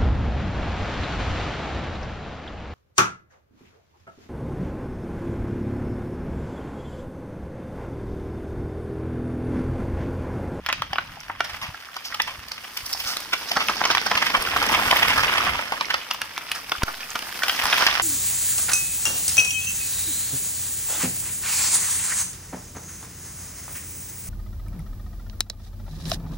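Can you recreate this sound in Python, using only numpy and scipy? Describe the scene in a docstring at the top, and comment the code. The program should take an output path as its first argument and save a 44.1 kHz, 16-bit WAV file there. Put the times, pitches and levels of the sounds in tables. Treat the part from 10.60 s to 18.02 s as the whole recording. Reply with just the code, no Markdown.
"""On a wooded slope, some way from a hand-held camera, felled trees tear loose and crash through their neighbours.
Limbs crack one by one as shaped noise bursts with a wood resonance; random pulses make the crackle of twigs
and steady noise the swish of needles. Decaying sparse echoes off the trunks give each crack a short tail.
Filtered noise and single low pulses rumble as light wind and ground thuds; one pressure step jolts the microphones."""
import sys
import numpy as np
from scipy import signal
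from scipy.fft import rfft, irfft, next_fast_len
from scipy.io import wavfile
from scipy.ndimage import uniform_filter1d

SR = 44100
rng = np.random.default_rng(int(sys.argv[2]) if len(sys.argv) > 2 else 0)


def unload_audio(sound):
    """Save the sound as a 16-bit wav file, at the path given as the first command line argument."""
    columns = np.transpose(np.atleast_2d(sound))
    # keep every value between -1 and 1, then stretch to whole-number steps
    steps = np.round(np.clip(columns, -1, 1) * 32767)
    wavfile.write(sys.argv[1], SR, steps.astype(np.int16))


N = 327222

# limbs that break: peak t/s, body peak level/dB, wood pitch f/Hz, snap level/dB re body, brightness/dB,
# t60/s (before the factor of each register)
LIMBS = [(0.063, -19.5, 1980, 0.5, -5.5, 0.039), (0.088, -16, 2090, -1, -13.5, 0.079),
         (0.101, -18.5, 1120, 0.5, -20, 0.034), (0.1271, -17.5, 2040, 5, -5.5, 0.046),
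         (0.221, -12, 1280, -6.5, -14, 0.021), (0.332, -16.5, 794, -0.5, -14, 0.029),
         (0.358, -19, 1540, 1, -16, 0.027), (0.384, -8, 1490, -9, -19, 0.025),
         (0.699, -18, 1000, -15, -40, 0.03), (0.806, -11, 1430, -5.5, -11.5, 0.023),
         (0.846, -29, 1880, -2, -3, 0.077), (0.897, -30, 1810, -1, -6.5, 0.17),
         (1.017, -34, 1140, 2, -3, 0.033), (1.027, -26.5, 1140, -0.5, -6, 0.21),
         (1.367, -22, 1480, -3.5, -6.5, 0.035), (1.454, -36.5, 1510, 4, 4, 0.22),
         (1.546, -24, 1380, 4, -4.5, 0.034), (1.602, -13, 2100, 1, -15, 0.022),
         (1.62, -37.5, 1510, -15, 11, 0.016), (1.678, -25, 1140, 0.5, -9.5, 0.2),
         (1.885, -44.5, 1490, 8, 8, 0.01), (1.92, -32, 1290, 4.5, -1.5, 0.04),
         (1.981, -33, 1550, 7, -6, 0.023), (2.045, -32.5, 1190, 4, -18, 0.061),
         (2.174, -31, 1810, 7, 4.5, 0.018), (2.264, -40, 1170, -11, 8.5, 0.039),
         (2.331, -40, 1370, 4, 11.5, 0.029), (2.404, -33, 1290, 11, 2.5, 0.052),
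         (2.476, -27.5, 1510, 0, 0, 0.52), (2.57, -26, 1570, 2, 2.5, 0.01),
         (2.736, -14.5, 1510, 2.5, -7, 0.041), (2.894, -44, 1490, -15, 10, 0.085),
         (2.918, -18, 840, 2.5, -2, 0.032), (2.97, -10.5, 1390, -10, -8.5, 0.043),
         (3.007, -17, 1360, 1, -9, 0.13), (3.086, -17.5, 921, 8.5, -5, 0.016),
         (3.098, -12, 1230, -17, -11, 0.065), (3.216, -7.5, 1090, -43, -22, 0.012),
         (3.239, -18.5, 1340, 3, -6.5, 0.046), (3.253, -11, 1270, -3.5, -6, 0.042),
         (3.303, -9.5, 1510, -3.5, -10, 0.037), (3.311, -16.5, 1330, 0, -3, 0.11),
         (3.35, -10.5, 1070, -2, -7, 0.02), (3.372, -8.5, 1880, -6, -13, 0.011),
         (3.381, -13, 1350, 1, -10, 0.017), (3.467, -13, 1600, -12, -7, 0.035),
         (3.516, -10.5, 1050, -6, -9.5, 0.034), (3.555, -14.5, 1920, 1, -7.5, 0.03),
         (3.577, -14, 1220, 4.5, -6.5, 0.056), (3.625, -12.5, 2070, -0.5, -8, 0.056),
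         (3.669, -16, 1920, 1, -5.5, 0.058), (3.703, -21, 1020, 1, -5, 0.037),
         (3.751, -8.5, 1385, 1, -19, 0.045), (3.827, -20.5, 1280, -13, -5, 0.026),
         (3.969, -11.5, 1120, -9, -14, 0.028), (4.029, -13.5, 1390, -15, -6.5, 0.015),
         (4.066, -16.5, 1160, -18, -5.5, 0.029), (4.121, -16.5, 1200, -9, -9, 0.065),
         (4.149, -14, 1280, 3.5, -12, 0.073), (4.197, -14.5, 1330, -13, -22, 0.026),
         (4.313, -10.5, 1010, 6, -5, 0.014), (4.329, -7, 1050, -19, -26, 0.031),
         (4.369, -18, 1130, 10, -9, 0.02), (4.431, -11, 930, 7, -9, 0.026),
         (4.505, -16.5, 1000, 4, -9, 0.083), (4.581, -9.5, 1700, -6, -11, 0.064),
         (4.606, -21.5, 1740, -1, -4, 0.085), (4.635, -11.5, 1330, -3, -11, 0.025),
         (4.682, -28, 1250, 13, -17, 0.054), (4.696, -14, 1310, -2, -17, 0.02),
         (4.773, -20.5, 1900, 5, -7.5, 0.037), (4.782, -16.5, 1290, 4, -7.5, 0.052),
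         (4.809, -22, 1300, 5, -4.5, 0.017), (4.84, -22, 1310, -3, -13, 0.03),
         (4.868, -14, 1140, -6, -22, 0.086), (4.992, -15.5, 980, -17, -22, 0.036),
         (5.122, -13, 1164, -9, -11.5, 0.067), (5.211, -13, 1220, -4, -12, 0.034),
         (5.306, -14, 1930, 0, -10, 0.059), (5.343, -12.5, 1430, -3.5, -10, 0.043),
         (5.512, -16, 1380, -1.5, -6, 0.035), (5.547, -23.5, 1190, -5, -7, 0.029),
         (5.618, -16.5, 1750, 0, -7, 0.025), (5.779, -18.5, 1830, -3, -7.5, 0.011),
         (5.918, -22, 2020, 1, -2.5, 0.029), (5.954, -28, 1780, -10, -3.5, 0.2),
         (6.096, -34, 1100, 6, 4, 0.015), (6.12, -13.5, 1440, 1, -8.5, 0.02),
         (6.221, -16, 990, -4.5, -27, 0.032), (6.234, -18, 1440, -7, -4.5, 0.029),
         (6.282, -18.5, 1390, -14, -18, 0.089), (6.408, -30, 1820, -2, -6, 0.11),
         (6.556, -16, 1420, -6, -10, 0.053), (6.592, -34, 1160, 12, 3, 0.0098),
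         (6.834, -12.5, 1640, -1, -8, 0.048), (6.883, -17.5, 1630, 4.5, -3.5, 0.073),
         (6.896, -13, 1830, 4, -7, 0.023), (7.055, -14.5, 1290, -5, -5, 0.017),
         (7.127, -15, 1490, 5, -9, 0.037), (7.142, -18, 1900, 4, -6, 0.023),
         (7.205, -22, 1260, -12, -9, 0.014), (7.226, -11, 1250, -14, -18, 0.021),
         (7.266, -10, 1960, 2, -2.5, 0.061), (7.286, -13.5, 1500, -4, -17, 0.027),
         (7.398, -8, 1930, 0, -26, 0.011)]
# splinters, then tick, of a limb: level/dB re body, slope/(dB per dB of brightness)
UPPER_REGISTERS = [(5.5, 1.5), (-3.5, 1.3)]
# wood under strain, brittle to stringy: t/s, share of the t60 taken by the last 10 dB of the rise
# (before the factor of each register; values at or below 0 rise at once)
STRAIN = [(0, -0.02), (2.8, 0.26), (3.25, 0), (3.95, 0.4), (5, -0.04), (5.45, 0.15), (6.95, 0.02), (7.2, 0)]
# outer registers of the breaking wood: t/s, top treble level/dB, thump level/dB (added to the base levels)
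OUTER_REGISTERS = [(0, -1, -4), (1.9, 0.5, 4), (2.3, 4, 3), (2.9, -1, 7), (3.25, -7.5, 6), (3.75, -1, 7.5),
                   (4.2, 2, 5), (5, -1.5, 2.5), (5.6, 0.5, 4.5), (6.7, 4, 5), (7.2, -2.5, -3)]
# breaking wood through the microphones: f/Hz, spectrum level/(dB per Hz)
WOOD_COLOUR = [(120, -18.5), (200, -7.5), (283, -7.5), (360, -11.5), (647, -3), (1230, 3.5), (3250, 0),
               (4040, -9), (5200, -5.5), (6300, -14), (7540, -32), (9750, -31.5), (11900, -35),
               (14900, -31.5), (16000, -53)]
# borders between thump, wood, snap, splinters and hiss: f/Hz
REGISTER_BORDERS = [520, 2000, 3800, 7500]
# where the breaking wood stands: t/s, lead of the left port/ms, left-right level/dB
WOOD_BEARING = [(0, 0.074, 1), (3, 0.092, -0.5), (5.3, 0.19, -1.5), (5.5, -0.029, 1), (6.7, -.05, 0),
                (6.9, 0.076, 1.5), (7.42, 0.16, -2.5)]
# smaller twigs heard singly: t/s, peak level/dB (before the common level), pitch f/Hz
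SINGLE_TWIGS = [(.089, -19, 5400), (0.333, -17.5, 4800), (.568, -28, 716), (0.604, -20, 5660),
                (1.145, -18.5, 1370), (1.286, -24, 1390), (1.524, -15.5, 1690), (1.918, -9, 4780),
                (2.173, -16, 13600), (2.336, -5.5, 4840), (2.4738, -13.5, 4890), (3.0734, -16, 13600),
                (3.0835, -15, 9980), (3.267, -14, 1160), (3.292, -18, 1200), (3.32, -15, 4700),
                (3.8232, -10, 10200), (3.872, -9.5, 1400), (3.962, -11, 1230), (3.9659, -16, 4200),
                (4.0888, -12, 5400), (4.147, -10, 5200), (4.304, -11, 5000), (4.361, -8, 1920),
                (4.3685, -8, 12600), (4.45, -7.5, 1100), (4.6299, -14, 5800), (4.6705, -15, 5000),
                (4.804, -8, 1290), (4.887, -14, 1450), (4.95, -13.5, 1070), (5.2095, -8.5, 4530),
                (5.246, -16, 2360), (5.255, -14, 4800), (5.3418, -9, 4900), (5.511, -10.5, 3020),
                (5.537, -14, 13200), (5.6158, -16, 9900), (5.771, -15, 2260), (5.916, -13.5, 9610),
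                (5.916, -6.5, 2960), (6.119, -12, 3060), (6.15, -15, 1300), (6.35, -25, 4200),
                (6.431, -19, 2430), (6.5037, -14.5, 6560), (6.821, -9, 1620), (7.0674, -15, 9200),
                (7.067, -14, 5230), (7.2085, -13, 5030), (7.237, -13, 5000), (7.311, -8.5, 3240),
                (7.3776, -12, 5000)]
# branches sweeping through branches: t/s, crackle level/dB, treble level/dB re crackle
BRANCH_SWEEP = [(0, -56, -8), (.07, -45, -12), (.3, -47, -9), (.6, -49, -3.5), (.75, -47, -10),
                (.9, -43, -5.5), (1.3, -48.5, -3.5), (1.6, -44, -3), (1.9, -48, -3), (2.45, -42.5, 3.5),
                (2.65, -44.5, 0.5), (3.15, -35.5, 1), (3.8, -33.5, -3.5), (4.05, -26.5, -10),
                (4.3, -27, -6), (4.87, -26.5, -10.5), (5.05, -35.5, -6), (5.55, -44, -3.5), (6.65, -43, 0),
                (7.2, -24.5, -3.5), (7.42, -31, -6)]
# scatter off the trunks: f/Hz, t60/s
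TRUNK_DECAY = [(300, 0.76), (800, 0.057), (2100, 0.28), (5500, 0.38), (14000, 0.01)]
# single low bumps at the microphones: t/s, level/dB (before the pulse envelope), f/Hz
LOW_BUMPS = [(0.201, -29.5, 100), (0.305, -31, 101), (0.927, -36, 56.5), (1.02, -35, 82), (1.086, -28, 97),
             (1.782, -35, 64.5), (2.229, -35.5, 65), (2.451, -37, 71), (3.55, -31, 86.1),
             (3.778, -33.5, 33), (4.271, -25, 90), (4.958, -36, 53), (6.18, -34, 60), (7.037, -32.5, 64.6)]
# low rumble: t/s, level/dB
RUMBLE_LEVEL = [(0, -45.5), (.3, -46.5), (1.0, -49.5), (1.4, -58.5), (1.8, -54.5), (2.8, -57), (3.2, -51),
                (3.8, -47), (4.3, -40.5), (4.97, -43), (5.15, -57), (6.65, -60), (7, -50.5), (7.42, -48)]
# low rumble: f/Hz, spectrum level/(dB per Hz)
RUMBLE_COLOUR = [(8.8, -27), (15, -1.5), (86, 5), (144, -1.5), (282, -7), (357, -16), (500, -52),
                 (1100, -120)]
# unequal colour of the two ports: f/Hz, left-right level/dB
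PORT_COLOUR = [(200, 0), (450, 1.5), (800, 3), (1200, .5), (1800, -6), (2200, -5), (2800, 2.5), (3500, .5),
               (5200, -6), (7500, -1.5), (9500, .5), (12000, 7), (15000, 9)]
# level change of the left-right difference: f/Hz, level/dB
SIDE_LEVEL = [(30, -6), (80, -18), (250, -4), (600, 6), (1200, 1), (2000, 0)]

RING = .45  # share of a limb's body that rings at its pitch
JERK = 8  # size of the parting jerk, re the grit before shaping
SLIP, SLIPS_PER_S = 6, 300  # size and rate of strands giving way singly
HISS_DB = -4  # needle hiss re splinters
LIMB_ECHO_DB, CROWN_ECHO_DB = -11, -13  # scatter re direct sound
KNOCK_S, KNOCK_DB = 6.2343, -9.5
JOLT_DB, RECOVERY_DB_PER_S = -24, 260  # threshold and recovery of the gain control
EDGE_HZ, CEILING = 16150, .9  # band limit, amplitude of the soft ceiling


def cracks(spiky=1.42, sharpness=7, thump_db=-27, stringy=0.069, crisp=(1.05, .85, .7, .55)):
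    """Brittle fracture: fibres tear, the limb parts in a jerk and excites a damped resonance; treble dies sooner."""
    before = 800  # samples ahead of the peak
    t = (np.arange(4000) - before) / SR
    fade_in = np.clip(1 + t * SR / before, 0, 1)
    lead_ms, pan_db = curve(WOOD_BEARING)
    tear, = curve(STRAIN)
    top_db, low_db = curve(OUTER_REGISTERS)
    peaks = [round(row[0] * SR) for row in LIMBS]
    brittle = np.exp(-tear[peaks] / stringy)  # stringy wood parts with a weaker jerk

    grit = rng.standard_normal((len(LIMBS), len(t)))
    grit = np.sign(grit) * abs(grit) ** spiky  # a few fibres dominate
    grit += SLIP * np.sign(grit) * (rng.random(grit.shape) < SLIPS_PER_S / SR)
    grit[:, before - 2] *= 1 + JERK * brittle / abs(grit[:, before - 2])  # the jerk
    thump, wood, *upper = registers(coloured(grit, WOOD_COLOUR)[:, :len(t)])

    out = np.zeros((2, N + before))
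    aside_ms = rng.normal(0, .05, len(LIMBS))  # each limb stands a little apart
    for row, (_, db, hz, snap_db, bright_db, t60) in enumerate(LIMBS):
        at = peaks[row]
        r = np.exp(-np.pi * hz / sharpness / SR)
        rung = signal.lfilter([1], [1, -2 * r * np.cos(2 * np.pi * hz / SR), r * r], wood[row])
        body = RING * evened(rung) + (1 - RING) * evened(wood[row])
        body += gain_of(thump_db + low_db[at]) * evened(thump[row])

        tearing_db = 10 * np.minimum(t, 0) / max(tear[at] * t60, 1e-4)
        dying_db = -60 * np.maximum(t, 0) / t60
        parts = [body] + [p[row] for p in upper]
        rel_db = [0, snap_db] + [base_db + slope * bright_db for base_db, slope in UPPER_REGISTERS]
        rel_db[-1] += top_db[at]
        sound = np.zeros(len(t))
        for part, part_db, length in zip(parts, rel_db, crisp):
            shaped = part * fade_in * gain_of((tearing_db + dying_db) / length)
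            sound += gain_of(db + part_db) * peaked(shaped)

        lag = round((lead_ms[at] + aside_ms[row]) * SR / 1000)
        add(out[0], at, sound * gain_of(pan_db[at] / 2))
        add(out[1], at + lag, sound * gain_of(-pan_db[at] / 2))
    return out[:, before:]


def near_ticks(t60=.011, spread=1.135, level_db=-5.5):
    """Damped narrow-band burst: each twig sounds around its own pitch, and lower pitches last longer."""
    t, out = np.arange(1500) / SR, np.zeros(N)
    grains = rng.standard_normal((len(SINGLE_TWIGS), len(t)))
    for (s, db, hz), grain in zip(SINGLE_TWIGS, grains):
        dying = grain * gain_of(-60 * t / t60 * np.sqrt(hz / 5000))  # t60 holds at 5 kHz
        band = signal.butter(2, [hz / spread, hz * spread], "band", fs=SR)
        tick = signal.lfilter(*band, dying)
        add(out, round(s * SR), gain_of(db + level_db) * tick / abs(tick).max())
    return out


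def ticks(per_s=160, size_db=5, fall_db=3.0, cycles=25, low_hz=800, high_hz=13500):
    """Random pulse process: dry twigs tick in 16 pitch classes, each dying over a set number of cycles."""
    body_db, treble_db = curve(BRANCH_SWEEP)
    out = np.zeros((2, N))
    for hz in np.geomspace(low_hz, high_hz, num=16):
        sizes = gain_of(size_db * np.minimum(rng.exponential(1, N), 2.5))
        snaps = sizes * (rng.random(N) < per_s / 16 / SR)
        dying = signal.lfilter([1], [1, -gain_of(-60 * hz / cycles / SR)], snaps) * rng.standard_normal(N)
        ringing = signal.lfilter(*signal.butter(1, [hz / 1.15, hz * 1.15], "band", fs=SR), dying)
        side_db = rng.uniform(-4, 4)
        class_db = np.array([[side_db], [-side_db]]) - fall_db * np.log2(hz / low_hz)
        out += ringing * np.sqrt(SR / hz) * gain_of(class_db)
    return out * gain_of(body_db + .5 * treble_db)


def sweep(twigs_per_s=900, size_db=2.5, largest=5.9, thump_db=-17, hiss=(.6, .32, .32, .45, .55),
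          bearing_ms=0.065, together=0.42):
    """Extended source: twigs snap in clumps all over the crown, over the noise-like swish of needles."""
    body_db, treble_db = curve(BRANCH_SWEEP)
    lead_ms, pan_db = curve(WOOD_BEARING)
    top_db, low_db = curve(OUTER_REGISTERS)
    caught = crunches()
    twigs, swish = np.zeros((2, N)), np.zeros((2, N))
    for bearing in np.linspace(-1.5, 1.5, num=10):  # parts of the crown, side by side
        sizes = gain_of(size_db * np.minimum(rng.exponential(1, N), largest))
        snaps = sizes * (rng.random(N) < twigs_per_s / 10 / SR)
        # each snap dies by 60 dB in 11 ms
        grains = signal.lfilter([1], [1, -gain_of(-60 / 0.011 / SR)], snaps) * rng.standard_normal(N)
        lag = np.round((lead_ms + bearing_ms * bearing) * SR / 1000).astype(int)
        delayed = np.clip(np.arange(N) - lag, 0, N - 1)
        for mix, part in (twigs, grains), (swish, rng.standard_normal(N)):
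            mix[0] += part
            mix[1] += part[delayed]
    twigs = registers(coloured(twigs, WOOD_COLOUR))
    swish = registers(coloured(swish, WOOD_COLOUR))

    splinter_db = body_db + treble_db
    levels = [body_db + thump_db + low_db, body_db, body_db, splinter_db, splinter_db + HISS_DB + top_db]
    crown = np.zeros((2, N))
    for db, share, dry_part, soft_part in zip(levels, hiss, twigs, swish):
        # thick and thin wood catch partly together, partly on their own
        clumps = caught ** together * crunches() ** (1 - together)
        crackle = evened(dry_part * clumps)
        needles = evened(soft_part * np.sqrt(clumps))
        crown += gain_of(db) * evened((1 - share) * crackle + share * needles)
    return crown * gain_of([pan_db / 2, -pan_db / 2])


def crunches(per_s=60, lasts_s=0.005, between=0.4):
    """Relaxation: boughs catch at random, the crackle jumps up and decays; the slow level stays put."""
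    caught = rng.exponential(1, N) * (rng.random(N) < per_s / SR)
    decaying = signal.lfilter([1], [1, -np.exp(-1 / (lasts_s * SR))], caught)
    level = uniform_filter1d(between + np.minimum(decaying, .9), size=24)
    return level / np.sqrt(uniform_filter1d(level ** 2, size=SR // 6))


def scatter(x):
    """Averaged multipath: three random echo tails crossfade in regular turn, so no fixed colouring stands out."""
    turn = np.arange(N) / SR * 2 * np.pi * 2
    # the squares of the three weights always add up to 1
    return sum(trunks(x * np.sqrt(2 / 3) * np.cos(turn + k * np.pi / 3)) for k in range(3))


def trunks(x):
    """Multiple scattering: sparse echoes of random sign, with a decay rate that depends on frequency."""
    taps = np.zeros((2, SR // 2))
    at = np.arange(60, SR // 2 - 20, 20) + rng.integers(0, 20, (2, (SR // 2 - 61) // 20))
    np.put_along_axis(taps, at, rng.choice([-1., 1.], at.shape), 1)
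    hz, t, z = signal.stft(taps, SR, nperseg=128)
    decay = gain_of(-60 * t / read(TRUNK_DECAY, hz)[:, None])
    tail = signal.istft(z * decay, SR, nperseg=128)[1]
    tail += 0.043 * tail[::-1]  # each port hears a little of the other's echoes
    return signal.oaconvolve(x, tail / np.linalg.norm(tail[0]), axes=1)[:, :N]


def knock():
    """Step response: a pressure jolt on the housing leaks away and swings back, with a short ring."""
    t, out = np.arange(SR // 2) / SR, np.zeros(N)
    ring = 1 + .4 * np.cos(2 * np.pi * 1500 * t)
    step = -np.exp(-t / .003) * ring + .045 * np.exp(-t / .12)
    add(out, round(KNOCK_S * SR), gain_of(KNOCK_DB) * step)
    return out


def bumps(cycles=0.4):
    """Pulse excitation: each bump is about one cycle of low pressure under a bell-shaped envelope."""
    out = np.zeros(N)
    for s, db, hz in LOW_BUMPS:
        turns = np.arange(0, 2, hz / SR)
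        envelope = np.exp(-((turns - .55) / cycles) ** 2)
        add(out, round(s * SR), gain_of(db) * np.sin(2 * np.pi * turns) * envelope)
    return out


def rumble():
    """Partly coherent noise: lumpy low pressure from wind and thuds, nearly alike at both ports."""
    common, apart = rng.standard_normal(N), rng.standard_normal((2, N))
    lumps = (common + 0.6 * apart) * gain_of(3.1 * wander(9.3))
    return gain_of(curve(RUMBLE_LEVEL)[0]) * evened(coloured(lumps, RUMBLE_COLOUR))


def wander(per_s):
    """Smoothed noise: a slow random curve of rms 1."""
    width = round(SR / per_s)
    smooth = uniform_filter1d(rng.standard_normal(N), width)
    return evened(uniform_filter1d(smooth, width))


def registers(x):
    """Complementary filters: thump, wood, snap, splinters and hiss, which add up to the whole again."""
    size = next_fast_len(x.shape[-1])
    octaves = np.log2(np.fft.rfftfreq(size, 1 / SR) + 1)
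    above = [1] + [(1 + np.tanh(6 * (octaves - np.log2(hz)))) / 2 for hz in REGISTER_BORDERS] + [0]
    whole = rfft(x, size)
    return [irfft(whole * (low - high), size)[..., :x.shape[-1]] for low, high in zip(above, above[1:])]


def coloured(x, points, scale=1):
    """Minimum-phase filter: the phase follows from the log gain, here given as a dB spectrum."""
    hz = abs(np.fft.fftfreq(4096, 1 / SR))
    log_gain = np.log(gain_of(np.maximum(scale * read(points, hz), -100)))
    taps = np.fft.ifft(np.exp(log_gain - 1j * signal.hilbert(log_gain).imag)).real[:2048]
    return signal.oaconvolve(x, taps.reshape((1,) * (x.ndim - 1) + (-1,)), axes=-1)[..., :N]


def read(points, hz):
    """Interpolation of a spectrum on a log-frequency axis."""
    f, value = np.transpose(points)
    return np.interp(np.log(hz + 1), np.log(f + 1), value)


def curve(rows):
    """Linear interpolation: columns of a table as curves over all samples."""
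    s, *columns = np.transpose(rows)
    return [np.interp(np.arange(N) / SR, s, c) for c in columns]


def gain_of(db):
    """Level to amplitude: decibels become a factor."""
    return 10 ** (np.asarray(db) / 20)


def evened(x):
    """Power normalisation: scales to rms 1."""
    return x / np.sqrt(np.mean(x ** 2) + 1e-20)


def peaked(x):
    """Peak normalisation: the loudest millisecond has the power of a sine of amplitude 1."""
    return x / np.sqrt(2 * uniform_filter1d(x ** 2, size=44).max())


def add(mix, start, sound):
    """Superposition: mixes a sound in from sample start."""
    part = mix[max(start, 0):][:len(sound)]
    part += sound[:len(part)]


def scene():
    """Superposition of cracks and crackle, their scatter, and what acts on the camera directly."""
    limbs = cracks() + ticks() + near_ticks()
    crown = sweep()
    echoes = scatter(gain_of(LIMB_ECHO_DB) * limbs + gain_of(CROWN_ECHO_DB) * crown)
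    return limbs + crown + echoes + rumble() + bumps() + knock()


def steadied(x):
    """Gain control: a jolt of low pressure turns the gain down, and it recovers quickly."""
    low_db = 20 * np.log10(abs(uniform_filter1d(x.mean(0), size=220)) + 1e-9)
    fall = np.arange(N) * RECOVERY_DB_PER_S / SR
    held_db = np.maximum.accumulate(low_db + fall) - fall
    over_db = uniform_filter1d(np.maximum(held_db - JOLT_DB, 0), size=100)
    return x / gain_of(np.r_[np.zeros(300), over_db][:N])  # acts 300 samples late


def record(dry):
    """Receiver chain: port colours, frequency-dependent width, gain control, soft ceiling, band limit."""
    left = coloured(dry[0], PORT_COLOUR, scale=.5)
    right = coloured(dry[1], PORT_COLOUR, scale=-.5)
    side_gain = gain_of(read(SIDE_LEVEL, np.fft.rfftfreq(N, 1 / SR)))
    side = irfft(rfft(left - right) * side_gain, N)
    ports = steadied(np.array([left + right + side, left + right - side]) / 2)
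    ports = ports / (1 + (ports / CEILING) ** 4) ** .25
    band_limit = signal.firwin(511, EDGE_HZ, window=("kaiser", 9), fs=SR)
    return signal.oaconvolve(ports, band_limit[None], "same")


dry = scene()
out = record(dry)
unload_audio(out)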